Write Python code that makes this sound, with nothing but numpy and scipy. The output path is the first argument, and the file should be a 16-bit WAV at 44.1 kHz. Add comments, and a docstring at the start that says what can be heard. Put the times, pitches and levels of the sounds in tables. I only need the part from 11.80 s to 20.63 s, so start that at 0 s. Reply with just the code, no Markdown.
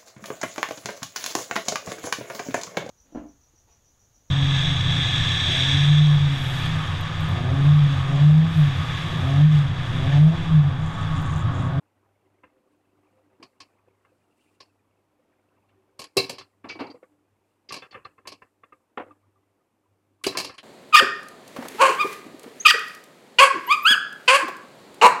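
"""A steel colander clanks and scrapes in a steel bowl as parboiled potato sticks are picked from it by hand.
Blows are noise bursts split into thump, middle and crack, plus decaying sines; scrapes are wobbling sines and grit.
Fingers and wet sticks tap the wall, light hollow touches and pips sound between, some sticks fall back,
and handfuls land softly on a tissue-lined plate. The quiet kitchen is coloured noise, a beating hum and
murmuring bowls; a noise suppressor cuts the tails short."""
import sys
import numpy as np
from scipy import signal
from scipy.fft import rfft, irfft, next_fast_len
from scipy.io import wavfile
from scipy.ndimage import uniform_filter1d

SR = 44100
rng = np.random.default_rng(int(sys.argv[2]) if len(sys.argv) > 2 else 0)


def to_wav(s):
    """Save 16-bit WAV."""
    ch = np.atleast_2d(s).T  # columns
    pcm = np.round(np.clip(ch, -1, 1) * 32767)  # PCM
    wavfile.write(sys.argv[1], SR, pcm.astype(np.int16))


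N = 389403

TIME_S = np.arange(N) / SR
AGE_S = np.arange(SR // 2) / SR  # time since a contact
KITCHEN_T60_S = 0.36
FIRM_DB = -30  # strength of an ordinary contact
CRACK_TOP_HZ, CRACK_TOP_DB_PER_OCTAVE = 12300, 39.5  # harder blows crack higher up


def from_db(db):
    """Decibels to gain."""
    return 10 ** (np.asarray(db) / 20)


def in_time(rows):
    """A level curve (s, dB) as a gain per sample."""
    return from_db(np.interp(TIME_S, *np.transpose(rows)))


def fading(t60_s):
    """Free exponential decay after a contact, with a t60 of at least 5 ms."""
    return 1000 ** (-AGE_S / max(t60_s, .005))


def swelling(rise_s):
    """Build-up of the contact force, with a time constant of at least 0.2 ms."""
    return 1 - np.exp(-AGE_S / max(rise_s, .0002))


def sine(hz):
    """A steady tone as long as a contact."""
    return np.sin(2 * np.pi * hz * AGE_S)


def early_one(x):
    """Scale to rms 1 over the first 15 ms."""
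    return x / np.sqrt(np.mean(x[:int(.015 * SR)] ** 2) + 1e-20)


def add(track, start_s, sound):
    """Mix a sound in at its time."""
    start = int(start_s * SR)
    track[start:start + len(sound)] += sound[:N - start]


def filtered(x, hz, kind):
    """Causal fourth-order Butterworth filter."""
    return signal.sosfilt(signal.butter(4, hz, kind, fs=SR, output="sos"), x)


def noise(spectrum, size):
    """Steady noise of a given colour (Hz, dB per Hz), rms 1."""
    padded = next_fast_len(size)
    hz, db = np.transpose(spectrum)
    bins_hz = np.maximum(np.fft.rfftfreq(padded, 1 / SR), 1)
    gain = from_db(np.interp(np.log(bins_hz), np.log(hz), db))
    x = irfft(rfft(rng.standard_normal(padded)) * gain, padded)[:size]
    return x / x.std()


def wander(per_s, size):
    """Straight lines between random values drawn per_s times a second."""
    knots = rng.standard_normal(size // 40 + 2)
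    return np.interp(np.arange(size) / SR * per_s, np.arange(len(knots)), knots)


def flutter(depth_db, per_s, size):
    """A gain that wanders at random."""
    return from_db(depth_db * wander(per_s, size))


def ringing(modes, strengths):
    """Sum of damped modes (Hz, dB, t60 s), each scaled by its own strength."""
    return sum(g * from_db(db) * fading(t60_s) * sine(hz) for g, (hz, db, t60_s) in zip(strengths, modes))


def notes(rows, t60_s, rise_s):
    """One damped resonance per row (s, dB, Hz): a hollow pop or a thud."""
    out = np.zeros(N)
    for start_s, db, hz in rows:
        note = sine(hz) * fading(t60_s) * swelling(rise_s)
        add(out, start_s, from_db(db) * early_one(note))
    return out


def soft_thump(db, dullness):
    """A lighter touch of something soft lasts longer, so more of it is thump: dB against a firm one."""
    return dullness * (FIRM_DB - db)


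def blows(rows, colour, rings, room_db, chatter_db, crack_hz, thump_db, middle_db, crack_db,
          strike_db, strike_t60_s=0.031, lowest_hz=60, thump_hz=750, crack_t60_s=1.0):
    """A sharp strike and a chattering burst of crowded modes with a room tail, plus clear rings."""
    out = np.zeros(N)
    size = len(AGE_S)
    for start_s, db, row_thump_db, row_crack_db, t60_s, ring_db, rise_s in rows:
        chatter = fading(t60_s) * flutter(chatter_db, per_s=490, size=size)
        strike = from_db(strike_db) * fading(strike_t60_s)
        room = from_db(room_db) * fading(KITCHEN_T60_S)
        burst = early_one(noise(colour, size) * (chatter + strike + room))
        sound = (burst + from_db(ring_db) * rings()) * swelling(rise_s)

        top_hz = CRACK_TOP_HZ * 2 ** ((db - FIRM_DB) / CRACK_TOP_DB_PER_OCTAVE)
        top_hz = np.clip(top_hz, 1.2 * crack_hz, .45 * SR)
        # weight sets the thump, hardness the crack, which dies first
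        thump = early_one(filtered(sound, [lowest_hz, thump_hz], "band"))
        middle = early_one(filtered(sound, [thump_hz, crack_hz], "band"))
        crack = early_one(filtered(sound * fading(crack_t60_s), [crack_hz, top_hz], "band"))
        mix = (from_db(row_thump_db + thump_db) * thump + from_db(middle_db) * middle
               + from_db(row_crack_db + crack_db) * crack)
        add(out, start_s - rise_s / 2, from_db(db) * mix)
    return out


def hum(mains_hz=100, mains_db=-69.5, motor_db=-65.5, beat_s=.885, first_lull_s=.8, waver_db=3.0):
    """A motor hums just below the mains hum; the two beat and waver a little."""
    turns = 2 * np.pi * (TIME_S - first_lull_s)
    mains = from_db(mains_db) * np.sin(mains_hz * turns)
    motor = from_db(motor_db) * np.sin((mains_hz - 1 / beat_s) * turns)
    return (mains - motor) * flutter(waver_db, per_s=17.0, size=N)


# Low resonances of the steel bowls. 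Each row: frequency in Hz, level in dB before swelling.
MURMUR_MODES = [(300, -65.5), (382, -69), (520, -71)]
# Their common level curve. Each row: time in seconds, gain in dB.
MURMUR_GAIN = [(0, -8), (.7, 2), (1.2, 3.5), (1.9, -5), (3, -4.5), (4, 0.5), (5.5, -4.5), (8.83, -1.5)]


def murmur(knots_per_s=22, swell_db=4.5, swells_per_s=6):
    """Each low resonance is a narrow band of noise that slowly swells and fades."""
    out = np.zeros(N)
    for hz, db in MURMUR_MODES:
        phase = 2 * np.pi * hz * TIME_S
        narrow = wander(knots_per_s, N) * np.sin(phase) + wander(knots_per_s, N) * np.cos(phase)
        out += from_db(db) * flutter(swell_db, swells_per_s, N) * narrow
    return in_time(MURMUR_GAIN) * out


# Colour of the room noise. Each row: frequency in Hz, relative density in dB per Hz.
AIR_COLOUR = [(25, -25), (60, -14.5), (110, -12), (180, -9.5), (300, -4.5), (480, -9), (700, -10.5),
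              (1100, -12), (1700, -18.5), (2600, -16.5), (4200, -29.5), (15000, -51.5)]
# Its level curve. Each row: time in seconds, level in dB.
AIR_GAIN = [(0, -59.5), (1.2, -59), (4.2, -59), (8.83, -62)]


def kitchen(drift_db=3, drifting_db=-6):
    """Room noise whose middle range drifts slowly, a beating hum and the low murmur of the bowls."""
    middle = filtered(noise(AIR_COLOUR, N), [450, 3200], "band")
    drifting = from_db(drifting_db) * flutter(drift_db, per_s=4.0, size=N) * middle
    return in_time(AIR_GAIN) * (noise(AIR_COLOUR, N) + drifting) + hum() + murmur()


def settling(count=190, level_db=-54, spread_db=1.5, tilt_db_per_octave=-3.5, t60_s=0.018, lowest_hz=280):
    """Faint soft ticks at random times, over a decade of pitch; the higher ones are weaker."""
    out = np.zeros(N)
    short = SR // 10
    envelope = swelling(0.001) * fading(t60_s)
    for when, pitch, strength in rng.random((count, 3)):
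        hz = lowest_hz * 10 ** pitch
        db = level_db + spread_db * (2 * strength - 1) + tilt_db_per_octave * np.log2(hz / lowest_hz)
        add(out, when * N / SR, (from_db(db) * envelope * sine(hz))[:short])
    return out


# Colour of the moving hand. Each row: frequency in Hz, relative density in dB per Hz.
RUSTLE_COLOUR = [(500, -24), (2200, -9.5), (2750, 2), (3200, -7.5), (4200, -9.5), (5000, -9), (6000, -14.5),
                 (8500, -8), (14000, -22)]
# Its level curve. Each row: time in seconds, level in dB before flutter.
RUSTLE_GAIN = [(0.78, -100), (0.92, -70.5), (1.1, -79.5), (1.35, -71), (1.55, -89.5), (2.05, -90),
               (2.2, -70.5), (2.55, -69), (2.61, -59.5), (2.76, -67), (2.86, -115), (5.4, -115),
               (5.68, -69), (5.82, -71.5), (5.9, -115)]


def rustle(grain_db=2.0):
    """Fluttering noise as the hand moves about and reaches back into the colander."""
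    return in_time(RUSTLE_GAIN) * flutter(grain_db, per_s=76, size=N) * noise(RUSTLE_COLOUR, N)


# Sticks landing on tissue. Each row: start in seconds, strength in dB, rise in seconds.
TISSUE_LANDINGS = [(2.073, -58, 0.00525), (2.32, -64, 0.0057), (3.394, -63, 0.0065), (5.229, -45, 0.004),
                   (7.174, -21.5, .0013), (7.197, -28, .002), (7.215, -37.5, .002), (7.261, -51, 0.0038),
                   (7.276, -51, 0.0048)]
# Colour of the landing. Each row: frequency in Hz, relative density in dB per Hz.
TISSUE_COLOUR = [(40, -59), (160, -12), (290, 8), (510, 7.5), (700, -2), (1350, -7), (2400, -14.5),
                 (3500, -27), (6000, -42), (15000, -69)]


def drops(t60_s=0.07, plate_db=-2, plate_hz=510, plate_t60_s=0.071):
    """Tissue and heaped sticks leave the plate one short, low note, clearest under a light landing."""
    def plate():
        return early_one(sine(plate_hz) * fading(plate_t60_s))

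    landings = []
    for start_s, db, rise_s in TISSUE_LANDINGS:
        ring_db = plate_db + soft_thump(db, dullness=0.48)
        landings.append((start_s, db, soft_thump(db, dullness=0.44), 0, t60_s, ring_db, rise_s))
    return blows(landings, TISSUE_COLOUR, plate, room_db=-10.5, chatter_db=4.5, crack_hz=3292,
                 thump_db=-10.5, middle_db=-10.5, crack_db=-36.0, strike_db=2.5)


# Modes of the colander in its bowl. Each row: frequency in Hz, relative level in dB, t60 in seconds.
COLANDER_MODES = [(127, -11.5, .3), (180, -14, .25), (282, -6, .33), (357, -4, .2), (387, .5, .24),
                  (472, -4, .24), (524, -11, .2), (745, -16, .25), (1085, -14, .22), (2153, -14, .25),
                  (2274, -8.5, .24), (2417, -15, .2), (2642, -9, .2), (2675, -5.5, .22), (2735, -8, .2),
                  (3904, -7, .22), (4003, -11, .18), (4107, 1.5, .2), (4134, -8, .2), (4402, -8, .2),
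                  (4514, -10, .22), (4574, -9, .22), (4824, -11, .22), (4872, -11, .22), (5134, -10, .22)]


def colander_ring(scatter_db=2.0, rattle_db=3):
    """Every touch gives each mode its own strength, and the rim rattles on the bowl as it rings."""
    count = len(COLANDER_MODES)
    strengths = from_db(rng.normal(0, scatter_db, count)) * rng.choice([-1, 1], count)
    rattle = flutter(rattle_db, per_s=140, size=len(AGE_S))
    return early_one(ringing(COLANDER_MODES, strengths) * rattle)


# Sticks falling back. Each row: start in seconds, strength in dB, first decay t60 in seconds,
# thud in dB re strength, thud frequency in Hz.
STICK_FALLS = [(1.598, -52, 0.1, 0, 269), (1.619, -58.5, 0.045, 4, 269), (4.843, -38.5, 0.37, -7, 279),
               (4.953, -36.5, 0.06, -6.5, 327), (4.991, -28, 0.05, -23, 294),
               (5.001, -26.5, 0.061, -14.5, 432), (5.007, -25.5, 0.05, -6, 278.6),
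               (5.039, -41, 0.05, -8, 303), (5.068, -42, .04, -16, 500), (5.098, -47, 0.049, 3, 292),
               (5.143, -49.5, 0.04, 3, 496), (8.549, -42.5, 0.03, 1, 330)]
# Colour of a stick on steel. Each row: frequency in Hz, relative density in dB per Hz.
STICK_COLOUR = [(40, -53), (130, -21), (200, 1.5), (285, 14), (500, 0.5), (1150, -7), (1600, -19.5),
                (2400, -19.5), (3500, -29), (4800, -27), (6000, -41.5), (15000, -55.5)]


def falls(ring_db=-7, rise_s=0.0037):
    """Soft, heavy sticks tumble down the wall, mostly shake the low modes and add round thuds."""
    def low_ring():
        return early_one(filtered(colander_ring(), 1530, "low"))

    landings = [(start_s, db, soft_thump(db, dullness=0.56), 0, t60_s, ring_db, rise_s)
                for start_s, db, t60_s, *_ in STICK_FALLS]
    thuds = [(start_s, db + thud_db, hz) for start_s, db, _, thud_db, hz in STICK_FALLS]
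    tumble = blows(landings, STICK_COLOUR, low_ring, room_db=-8, chatter_db=4.5, crack_hz=3130,
                   thump_db=-14, middle_db=-13.0, crack_db=-26.5, strike_db=-35)
    return tumble + notes(thuds, t60_s=0.098, rise_s=0.002)


# Modes of the wall under a hand. Each row: frequency in Hz, relative level in dB, t60 in seconds.
HELD_WALL_MODES = [(508, -3.5, 0.11), (770, -4.5, 0.12), (1166, 0, 0.16), (1358, 6, 0.11),
                   (1602, 6.5, 0.12), (1780, 8, .08), (2096, 9.5, 0.067), (2300, 5, 0.063),
                   (2634, 5.5, 0.08), (3480, 1, 0.07)]


def held_wall_ring(scatter_db=3):
    """Each touch finds the modes of the held wall with strengths of its own."""
    strengths = from_db(rng.normal(0, scatter_db, len(HELD_WALL_MODES)))
    return early_one(ringing(HELD_WALL_MODES, strengths))


# Fingers and sticks on the wall, and two light hollow touches at the plate (2.248 s and 5.24 s).
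# Each row: start in seconds, strength in dB, relative crack in dB, first decay t60 in seconds,
# hollow pop in dB re strength, pop frequency in Hz.
LIGHT_TAPS = [(0.634, -36.5, -57, .025, -17, 1018), (2.248, -42.5, -25.5, 0.035, -19.5, 1100),
              (4.61, -37, -12.5, 0.049, -14.5, 1163), (4.842, -32.5, -43, 0.011, -14, 1150),
              (5.24, -52, -48, 0.06, -6, 1135), (5.906, -30, -18, 0.11, -10, 1154),
              (6.022, -29.5, -16, 0.022, -21, 1296), (6.047, -39, -44, 0.086, -15, 1272),
              (6.126, -36, -13, 0.025, -22, 1160), (6.144, -26, -39, 0.035, -18.5, 1123),
              (6.252, -32.5, -22.5, 0.0087, -9, 1184), (6.38, -39, -36, 0.024, -12.5, 1070),
              (6.454, -39, -25, 0.034, -10, 1036), (6.619, -34.5, -57, .04, -17, 1033),
              (6.834, -37.5, -46, 0.027, -11.5, 1143), (6.923, -40, -52, 0.088, -8, 1215),
              (7.308, -46.5, -46.5, 0.026, -1.5, 1194), (8.522, -29.5, -30, 0.016, -32, 1120),
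              (8.551, -22.5, -29, 0.014, -13.5, 1028), (8.695, -31, -48, 0.015, -16, 1116)]
# Faint hollow pips. Each row: start in seconds, level in dB, frequency in Hz.
HOLLOW_PIPS = [(7.436, -64, 1200), (7.558, -60.5, 1186), (7.572, -67.5, 1120), (7.809, -63.5, 1230),
               (8.059, -64.5, 977), (8.413, -54.5, 1100)]
# Colour of a light tap. Each row: frequency in Hz, relative density in dB per Hz.
TAP_COLOUR = [(40, -5), (130, -2.5), (350, -13), (490, 1), (630, -9), (760, -19), (880, -15), (1020, 4.5),
              (1280, 5.5), (1470, -5), (1700, 4.5), (2250, -4.5), (2700, 1.5), (3200, -11), (3480, -9),
              (3800, -22), (4500, -31), (6000, -25.5), (15000, -29)]


def taps(ring_db=-20, wall_db=0, rise_s=.003):
    """Damped bursts led by a hollow pop; on the wall, the hand damps the steel and sets the pop's pitch."""
    def damped_ring():
        return from_db(ring_db) * colander_ring() + held_wall_ring()

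    touches = [(start_s, db, soft_thump(db, dullness=0.091), crack_db, t60_s, wall_db, rise_s)
               for start_s, db, crack_db, t60_s, *_ in LIGHT_TAPS]
    pops = [(start_s, db + hollow_db, hz) for start_s, db, _, _, hollow_db, hz in LIGHT_TAPS]
    bursts = blows(touches, TAP_COLOUR, damped_ring, room_db=-6.5, chatter_db=3.0, crack_hz=3400,
                   thump_db=-21.0, middle_db=-16.0, crack_db=-9.5, strike_db=-7.0)
    return bursts + notes(pops + HOLLOW_PIPS, t60_s=0.06, rise_s=0.0015)


# Steel slipping on steel, and one long hollow ring near 1 kHz. Each row: start in seconds,
# rms over the first 15 ms in dB, tone in Hz, t60 in seconds, roughness from 0 to 1.
SQUEAKS_AND_RING = [(3.887, -62, 3060, 0.11, 1), (4.242, -51, 3040, 0.035, .9),
                    (4.887, -41.5, 4650, 0.21, 0.63), (4.895, -39, 2500, 0.14, 0.7),
                    (4.897, -39, 2290, 0.21, 0.08), (4.994, -50.5, 4450, 0.17, 0.5),
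                    (5.068, -52.5, 4450, 0.019, 0.46), (5.101, -50.5, 4700, 0.094, 0.34),
                    (5.888, -42, 4800, 0.1, 0.61), (6.109, -49, 4400, 0.075, 0.53),
                    (6.246, -49.5, 4270, 0.039, 0.48), (8.439, -29.5, 2950, 0.086, 0.6),
                    (8.483, -34.5, 3995, 0.078, 0.27), (8.559, -44, 1040, 0.27, 0.2),
                    (8.78, -43.5, 2993, 0.11, 0.7)]


def scrapes(wobble=0.09, wobbles_per_s=900, grit_db=0, ring_db=-16, room_db=-22, rise_s=0.003,
            grit_from=0.44, grit_to=1.266):
    """Slips, and one hollow ring, are tones over the colander's ring; roughness adds wobble and grit."""
    out = np.zeros(N)
    size = len(AGE_S)
    for start_s, db, hz, t60_s, rough in SQUEAKS_AND_RING:
        # pitch changes too fast to be heard as a glide
        pitch_hz = hz * (1 + wobble * rough * wander(wobbles_per_s, size))
        tone = early_one(np.sin(2 * np.pi * np.cumsum(pitch_hz) / SR))
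        grit = early_one(filtered(rng.standard_normal(size), [hz * grit_from, hz * grit_to], "band"))
        source = np.sqrt(1 - np.clip(rough, 0, 1)) * tone + rough * from_db(grit_db) * grit
        direct = fading(t60_s) * flutter(depth_db=0.5, per_s=399, size=size)
        room = from_db(room_db) * fading(KITCHEN_T60_S)
        sound = source * (direct + room) + from_db(ring_db) * colander_ring()
        add(out, start_s, from_db(db) * early_one(sound * swelling(rise_s)))
    return out


# Colander knocks on the bowl. Each row: start in seconds, strength in dB, relative thump in dB,
# relative crack in dB, first decay t60 in seconds, ring in dB re the burst.
COLANDER_KNOCKS = [(1.627, -32.5, -27, -28, 0.15, -26), (1.803, -31, -48, -26.5, 0.17, -19),
                   (2.803, -33, -24, -28.5, 0.24, -20), (4.192, -26.5, -18, -17.5, 0.12, -15),
                   (4.217, -28.5, -25, -23, 0.081, -14), (4.24, -32.5, -37, -18, 0.018, -19),
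                   (4.369, -7, -12.5, -18.5, 0.087, 5.5), (4.376, -11.5, -15.5, -28, 0.1095, -6.5),
                   (4.495, -19.5, -16, -20, 0.064, -8), (4.583, -28, -22, -29, 0.15, -7.5),
                   (5.923, -22.5, -21.5, -21.5, 0.083, -17), (5.941, -22.5, -22.5, -27.5, 0.054, -9),
                   (5.964, -27.5, -14, -29.5, 0.11, -26), (6.473, -24.5, -24.5, -22.5, 0.074, -11),
                   (6.519, -30, -15.5, -27, 0.11, -13), (8.438, -29.5, -34, -5, 0.22, -19),
                   (8.466, -12, -14, -20.5, 0.072, -10), (8.572, -12.5, -19.5, -19, 0.059, -11),
                   (8.584, -15.5, -22, -20.5, 0.073, -20), (8.6, -17.5, -20, -22, 0.066, -14),
                   (8.646, -20.5, -21, -22.5, 0.044, -9), (8.742, -40.5, -43, -18, 0.15, -18),
                   (8.78, -35, -33, -20, 0.12, -11)]
# Bowl rocking on the counter under the hardest knocks. Each row: start in seconds, level in dB, Hz.
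BOWL_THUDS = [(4.367, -23, 395.8), (8.466, -22.5, 387.6)]
# Colour of steel on steel. Each row: frequency in Hz, relative density in dB per Hz.
STEEL_COLOUR = [(40, -19.5), (120, -5), (200, -5), (280, 3.5), (380, -2), (540, 1.5), (850, -7),
                (1100, -0.5), (1400, -18.5), (1750, -4.5), (1970, -15.5), (2250, -2.5), (2700, -1.5),
                (3300, -6), (3700, -9), (4050, -2.5), (4500, 2), (5500, -5), (6100, -11), (6700, -10.5),
                (7100, -11.5), (10000, -11.5), (15500, -23)]


def clanks(firm_pop_db=-50, pop_db_per_db=0.4, pop_hz=1090, rise_s=0.001):
    """Hard knocks jolt the colander free to ring; light ones stay damped and sound more hollow."""
    knocks = [(*row, rise_s) for row in COLANDER_KNOCKS]
    steel = blows(knocks, STEEL_COLOUR, colander_ring, room_db=-8.5, chatter_db=1.4, crack_hz=6250,
                  thump_db=-3.5, middle_db=-14.5, crack_db=-3.0, strike_db=-2)
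    pops = [(start_s, firm_pop_db + pop_db_per_db * (db - FIRM_DB), pop_hz)
            for start_s, db, *_ in COLANDER_KNOCKS]
    thuds = filtered(notes(BOWL_THUDS, t60_s=0.0543, rise_s=0.00064), 150, "high")
    return steel + notes(pops, t60_s=0.076, rise_s=.0015) + thuds


def scene():
    """Everything on the counter, heard from close by, over the kitchen background."""
    background = kitchen() + settling() + rustle()
    light_sounds = drops() + falls() + taps()
    return (background + light_sounds + scrapes() + clanks())[None]


def gate(power, opening_db, depth_db, steepness):
    """Gain that sinks towards depth_db unless the power stands opening_db above its median."""
    excess = np.maximum(power, 0) / np.median(power, axis=-1, keepdims=True) / from_db(opening_db) ** 2
    return 1 - (1 - from_db(depth_db)) / (1 + excess ** steepness)


def lingering(power, loud_db, recover_s):
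    """Near 1 while the power stands loud_db above its median, then falling to 0 over recover_s."""
    loud = gate(power, opening_db=loud_db, depth_db=-np.inf, steepness=6)
    release = np.linspace(0, N / SR, power.shape[-1]) / recover_s
    return np.maximum.accumulate(loud + release, axis=-1) - release


# Suppressor by band, stricter in the treble. Each row: frequency in Hz, opening in dB, depth in dB.
SUPPRESSOR_BANDS = [(290, 1.5, -1.5), (2720, 3.5, -9), (4360, 22, -6.5), (7000, 26.5, -5)]


def suppressor(x, duck_db=-2.5, size=512):
    """Quiet bands are turned down; all sinks near the background, most just after a loud sound."""
    hz, _, frames = signal.stft(x, SR, nperseg=size)
    gate_hz, *settings = np.transpose(SUPPRESSOR_BANDS)
    opening_db, depth_db = [np.interp(hz, gate_hz, column)[:, None] for column in settings]
    power = uniform_filter1d(abs(frames) ** 2, size=2, axis=2)
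    total = power.sum(axis=1, keepdims=True)
    by_band = gate(uniform_filter1d(power, size=3, axis=1), opening_db, depth_db, steepness=9)
    ducked_db = duck_db * lingering(total, loud_db=11, recover_s=0.93)
    overall = gate(total, opening_db=7.0, depth_db=ducked_db - 10, steepness=1.9)
    return signal.istft(frames * by_band * overall, nperseg=size)[1][:, :N]


# Steady microphone hiss. Each row: frequency in Hz, relative density in dB per Hz.
HISS_COLOUR = [(1000, -2), (5000, -1.5), (9000, 0.5), (14500, -3.5), (15800, -18)]
# Hiss let through by the open suppressor. Each row: frequency in Hz, relative density in dB per Hz.
OPEN_HISS_COLOUR = [(3000, -19), (6000, -9), (7500, 2.5), (9500, -1), (13000, -6.5), (15500, -16)]


def record(dry, hiss_db=-86, open_hiss_db=-82, cutoff_hz=15900):
    """Suppress noise, add hiss that rises while a sound holds the suppressor open, cut the top."""
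    opened = lingering(uniform_filter1d(dry ** 2, size=512), loud_db=10.0, recover_s=0.21)
    steady_hiss = from_db(hiss_db) * noise(HISS_COLOUR, N)
    open_hiss = from_db(open_hiss_db) * opened * noise(OPEN_HISS_COLOUR, N)
    top_cut = signal.ellip(10, .3, 80, cutoff_hz, fs=SR, output="sos")
    return signal.sosfilt(top_cut, suppressor(dry) + steady_hiss + open_hiss)


dry = scene()
out = record(dry)
to_wav(out)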